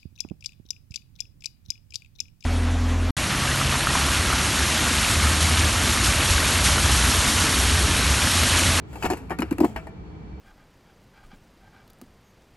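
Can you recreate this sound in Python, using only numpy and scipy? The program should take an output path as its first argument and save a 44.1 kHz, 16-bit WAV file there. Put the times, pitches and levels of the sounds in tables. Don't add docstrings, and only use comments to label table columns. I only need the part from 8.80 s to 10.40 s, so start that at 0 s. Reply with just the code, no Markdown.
import sys
import numpy as np
from scipy import signal
from scipy.fft import rfft, irfft
from scipy.io import wavfile
from scipy.ndimage import map_coordinates

SR = 44100
rng = np.random.default_rng(int(sys.argv[2]) if len(sys.argv) > 2 else 0)


def waveform_to_disk(signal):
    frames = np.transpose(np.atleast_2d(signal))
    scaled = np.clip(frames, -1, 1) * 32767
    samples = np.round(scaled).astype(np.int16)
    wavfile.write(sys.argv[1], SR, samples)


N = 70560
BIN_HZ = np.fft.rfftfreq(N, 1 / SR)
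SIDES = np.array([[1], [-1]])

# (time [s], boom [dB], boom pitch [Hz], ring [dB], clack [dB], crack [dB], tick [dB],
# clatter t60 [s])
BOTTLE_BOUNCES = [(0.5872, -18.5, 256.6, -45, -26, -28.5, -35.5, 0.068),
                  (0.6041, -25, 241, -31, -40, -38.5, -35, 0.051),
                  (0.62, -20, 315, -22, -24, -22, -36.5, 0.05),
                  (.7095, -14, 293.3, -58, -34, -34.5, -39, 0.053),
                  (0.7248, -27.5, 271, -32.5, -36, -37, -41.5, 0.063),
                  (0.7827, -19.5, 310, -34, -23, -30.5, -37, 0.03),
                  (0.8031, -8, 312, -43, -19, -34.5, -35, 0.078),
                  (0.8316, -10.5, 307.3, -26, -20, -38, -54, 0.075),
                  (0.8455, -17.5, 297, -12.5, -23.5, -34.5, -37.5, 0.087)]
# (frequency [Hz], level [dB], t60 [s])
BOTTLE_MODES = [(716, -10.5, 0.1), (859, -3.5, 0.021), (964, -3, 0.026), (1300, -32, 0.1),
                (1450, -33, 0.032)]
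def bottle():
    out = contacts(BOTTLE_BOUNCES, snap=1.78)
    for start, boom_db, boom_hz, ring_db, *_ in BOTTLE_BOUNCES:
        t = since(start)
        out += undb(ring_db) * ring(t, BOTTLE_MODES) + undb(boom_db) * counter_boom(t, boom_hz)
    return out


# (time [s], boom [dB], ring [dB], clack [dB], crack [dB], tick [dB], clatter t60 [s])
BOX_KNOCKS = [(.129, -54, -38.5, -44, -49.5, -50.5, 0.17), (.156, -64, -38, -33, -44, -46.5, 0.11),
              (0.2245, -57, -25.5, -30.5, -29, -35.5, 0.031), (0.2334, -26, -24, -28, -27, -32.5, 0.038),
              (0.243, -22.5, -23.5, -17.5, -28.5, -38.5, 0.044), (0.2517, -34, -30, -21, -20.5, -48, 0.017),
              (.2565, -51, -20.5, -22, -29.5, -33, 0.07), (0.3007, -23, -19.5, -21, -33, -31, 0.092),
              (.3140, -20.5, -43, -40, -35, -32, 0.022), (0.3326, -32, -31.5, -20.5, -30.5, -37.5, 0.05),
              (0.3705, -43, -61, -38, -43.5, -42.5, 0.082), (0.496, -32, -45, -43, -40, -46.5, 0.049),
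              (0.5053, -29, -22, -27, -33.5, -43.5, 0.12), (.5170, -37, -18.5, -33, -38.5, -49, 0.099)]
# (frequency [Hz], level [dB], t60 [s])
BOX_MODES = [(380, -30, 0.32), (606, -25.5, 0.18), (745, -8.5, 0.098), (868, 2, 0.019), (1185, -16.5, 0.12),
             (1409, -19.5, 0.15), (1738, -12.5, 0.07), (1848, -20, 0.2), (2206, -23, 0.15),]
def box():
    out = contacts(BOX_KNOCKS, snap=0.077)
    for start, boom_db, ring_db, *_ in BOX_KNOCKS:
        t = since(start)
        out += undb(ring_db) * ring(t, BOX_MODES) + undb(boom_db) * counter_boom(t, hz=360)
    return out


# (multiple of boom pitch [ratio], level [dB], t60 [s])
COUNTER_MODES = [(0.758, -4.5, 0.057), (1.002, -6, 0.11), (1.17, -7, 0.066), (1.66, -15.5, 0.074)]
def counter_boom(t, hz, delay_s=.0106, width_s=.0035):
    late = t - delay_s
    phase = 2 * np.pi * hz * late
    bloom = np.exp(-.5 * (late / width_s) ** 2) * np.cos(phase) * (t > 0)
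    after = np.maximum(late, 0)
    return bloom + sum(undb(db) * burst(after, 0.0021, t60) * np.cos(ratio * phase)
                       for ratio, db, t60 in COUNTER_MODES)


# (frequency [Hz], level [dB])
CLACK_EQ = [(100, -64), (250, 9.5), (420, 4), (560, 3.5), (760, 5), (1000, 2), (1250, -15.5), (1800, -16),
            (4000, -68)]
CRACK_EQ = [(600, -73), (1170, 4.5), (1850, -1), (2200, -1.5), (2700, 0), (3350, -18.5), (5000, -15.5),
            (9000, -43)]
TICK_EQ = [(2000, -47), (3500, -5), (4400, 4), (5700, -5.5), (7500, 6), (11500, 6.5), (15000, -4),
           (16500, -23)]
def contacts(hits, snap):
    out, length = np.zeros((2, N)), SR // 8
    t = since(0)[:length]
    # (EQ, rise [s], t60 scale, stereo spread, bite)
    layers = [(CLACK_EQ, .0015, 1, .2, 0), (CRACK_EQ, .0008, 1, .36, 0),
              (TICK_EQ, .00045, .96, .36, snap)]
    for band, (eq, rise_s, t60_scale, spread, bite) in enumerate(layers):
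        source, tail_power = noise(eq, spread), 0
        attack = 1 + bite * np.exp(-t / .0012)
        for start, *_, clack_db, crack_db, tick_db, t60 in hits:
            gain = undb((clack_db, crack_db, tick_db)[band])
            at, pick = int(start * SR), rng.integers(N - length)
            envelope = gain * attack * burst(t, rise_s, t60 * t60_scale)
            out[:, at:at + length] += envelope * ripple(source[:, pick:pick + length])
            tail_power += (gain * undb(-25.5) * burst(since(start), rise_s=0.004, t60=0.56)) ** 2
        out += np.sqrt(tail_power) * noise(eq, spread=0.14)
    return out


def ring(t, modes):
    out = 0
    for hz, db, t60 in modes:
        level, detune = rng.standard_normal(2)
        tone = np.sin(2 * np.pi * hz * (1 + 0.0074 * detune) * t)
        out += undb(db + 0.5 * level) * burst(t, 0.00064, t60) * tone
    return out


def ripple(x, depth_db=3.8, spacing_hz=130):
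    hz = np.fft.rfftfreq(x.shape[-1], 1 / SR)
    peaks = map_coordinates(rng.standard_normal(2048), [hz / spacing_hz], mode="mirror")
    gain = undb(depth_db * peaks * np.minimum(hz / 2000, 1))
    return unit(irfft(rfft(x) * gain, x.shape[-1]))


# (time [s], ring [dB], clack [dB], crack [dB], tick [dB], clatter t60 [s])
CATCH_TAPS = [(0.9611, -20.5, -31.5, -31, -46, 0.12), (1.0696, -30, -36, -47, -53.5, 0.063)]
# (frequency [Hz], level [dB], t60 [s])
TAP_MODES = [(652, -10.5, 0.18), (870, 5, 0.015), (1380, -24, 0.22), (1770, -22, 0.18), (1884, -9, 0.045),
             (2320, -25, 0.26)]
def catch_taps():
    clatter = contacts(CATCH_TAPS, snap=0.86)
    return clatter + sum(undb(db) * ring(since(start), TAP_MODES) for start, db, *_ in CATCH_TAPS)


# (time [s], level [dB])
SLIDE_FADER = [(.03, -71), (.12, -80), (.20, -62), (.235, -31.5), (.262, -22), (.285, -40), (0.322, -26.5),
               (0.351, -39.5), (.41, -49.5), (.52, -71)]
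# (frequency [Hz], level [dB])
SLIDE_EQ = [(50, -4.5), (170, 11), (350, -17), (900, 6.5), (1500, -27), (2700, -4), (3400, -22),
            (7000, -15.5), (11500, -23), (16000, -45)]
def box_slide(grains_per_s=1100, scatter_db=2):
    slips = rng.random(N) < grains_per_s / SR
    grains = colour(slips * undb(scatter_db * rng.standard_normal(N)), SLIDE_EQ)
    friction = ripple(noise(SLIDE_EQ, spread=0.079))
    return fader(SLIDE_FADER) * (0.53 * grains + .5 * friction)


# (time [s], level [dB])
CLINKS = [(.226, -22), (0.233, -26.5), (.2625, -28), (0.335, -34)]
# (frequency [Hz], level [dB], t60 [s])
UTENSIL_MODES = [(2604, -0.5, 0.026), (2890, -5.5, 0.04), (4730, -17, .05), (6600, -20, 0.054)]
def utensils():
    return sum(undb(db) * ring(since(start), UTENSIL_MODES) for start, db in CLINKS)


# (time [s], frequency [Hz], level [dB])
FRAME_THUDS = [(0.265, 74.2, -25), (0.405, 262.4, -34), (0.503, 173.4, -33), (0.884, 215, -33),
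               (0.954, 57.8, -29), (1.531, 66, -28.5)]
def stall_frame():
    out = 0
    for start, hz, db in FRAME_THUDS:
        t = since(start)
        out += undb(db) * burst(t, rise_s=0.0046, t60=0.28) * np.sin(2 * np.pi * hz * t)
    return out


# (time [s], level [dB])
SLEEVE_FADER = [(.03, -82), (.11, -58), (.2, -51.5), (.26, -42.5), (.38, -88), (.46, -76), (.7, -87),
                (.82, -48.5), (.88, -49.5), (.94, -62), (1.1, -66)]
# (frequency [Hz], level [dB])
SLEEVE_EQ = [(1000, 0.5), (3000, -1), (5500, -2.5), (7700, 2), (15500, -8)]
def sleeve():
    return fader(SLEEVE_FADER) * ripple(noise(SLEEVE_EQ, spread=0.36))


# (frequency [Hz], level [dB])
TRAFFIC_EQ = [(20, -54), (45, -11.5), (70, -0.5), (110, -6.5), (195, -7), (260, -17.5), (450, -17.5),
              (560, -28), (800, -24.5), (1200, -32.5), (2300, -39.5), (7500, -57.5), (11000, -63),
              (16000, -76)]
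# (frequency [Hz], level [dB])
ENGINE_DRONES = [(65, -46), (184, -55), (307, -54.5), (432, -58.5), (2320, -69.5), (4400, -78)]
def traffic():
    mid, side = (colour(rng.standard_normal(N), TRAFFIC_EQ) for _ in range(2))
    width = undb(curve([(70, -12), (250, -6.5), (900, 0), (3000, 2)]))
    side = irfft(rfft(side) * width, N)
    out = undb(-41) * (mid + side * SIDES)
    for hz, db in ENGINE_DRONES:
        half_width_hz = 6.8 + 0.0071 * hz
        peak = 1 / (1 + ((BIN_HZ - hz) / half_width_hz) ** 2)
        out += undb(db) * unit(irfft(rfft(rng.standard_normal(N)) * peak, N))
    return out


def undb(db):
    return 10 ** (np.asarray(db) / 20)


def unit(x):
    return x / np.sqrt(np.mean(x ** 2))


def curve(points):
    hz, db = np.array(points, float).T
    return np.interp(np.log(BIN_HZ + 1), np.log(hz), db)


def colour(x, eq):
    return unit(irfft(rfft(x) * undb(curve(eq)), N))


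def noise(eq, spread):
    mid, side = rng.standard_normal((2, N))
    return colour(mid + spread * side * SIDES, eq)


def since(start):
    return np.maximum(np.arange(N) / SR - start, 0)


def burst(t, rise_s, t60):
    return (1 - np.exp(-t / rise_s)) * np.exp(-np.log(1000) * t / t60)


def fader(points):
    times, db = np.array(points).T
    return undb(np.interp(since(0), times, db, left=-np.inf, right=-np.inf))


# (frequency [Hz], left minus right [dB])
COUNTER_PAN = [(100, -1), (300, 1.1), (550, 3), (950, 3.5), (1500, 9.5), (2200, 2), (5000, 0)]
def scene():
    counter = box() + utensils() + box_slide() + bottle() + catch_taps() + stall_frame() + sleeve()
    lag_s, lag_top_hz = 0.00015, 1710
    lead = 2 * np.pi * lag_s * lag_top_hz * np.tanh(BIN_HZ / lag_top_hz)
    pan = undb(SIDES / 2 * curve(COUNTER_PAN)) * np.exp(1j * lead * SIDES / 2)
    return irfft(rfft(counter) * pan, N) + traffic()


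# (frequency [Hz], width [Hz])
PORT_NOTCHES = [(9300, 1960), (13700, 2000)]
def record(dry):
    dry = dry * np.minimum(since(0) / .002, 1)
    for hz, width in PORT_NOTCHES:
        dry = signal.lfilter(*signal.iirnotch(hz, hz / width, fs=SR), dry)
    return signal.sosfilt(signal.ellip(8, .2, 80, 16500, fs=SR, output="sos"), dry)


dry = scene()
out = record(dry)
waveform_to_disk(out)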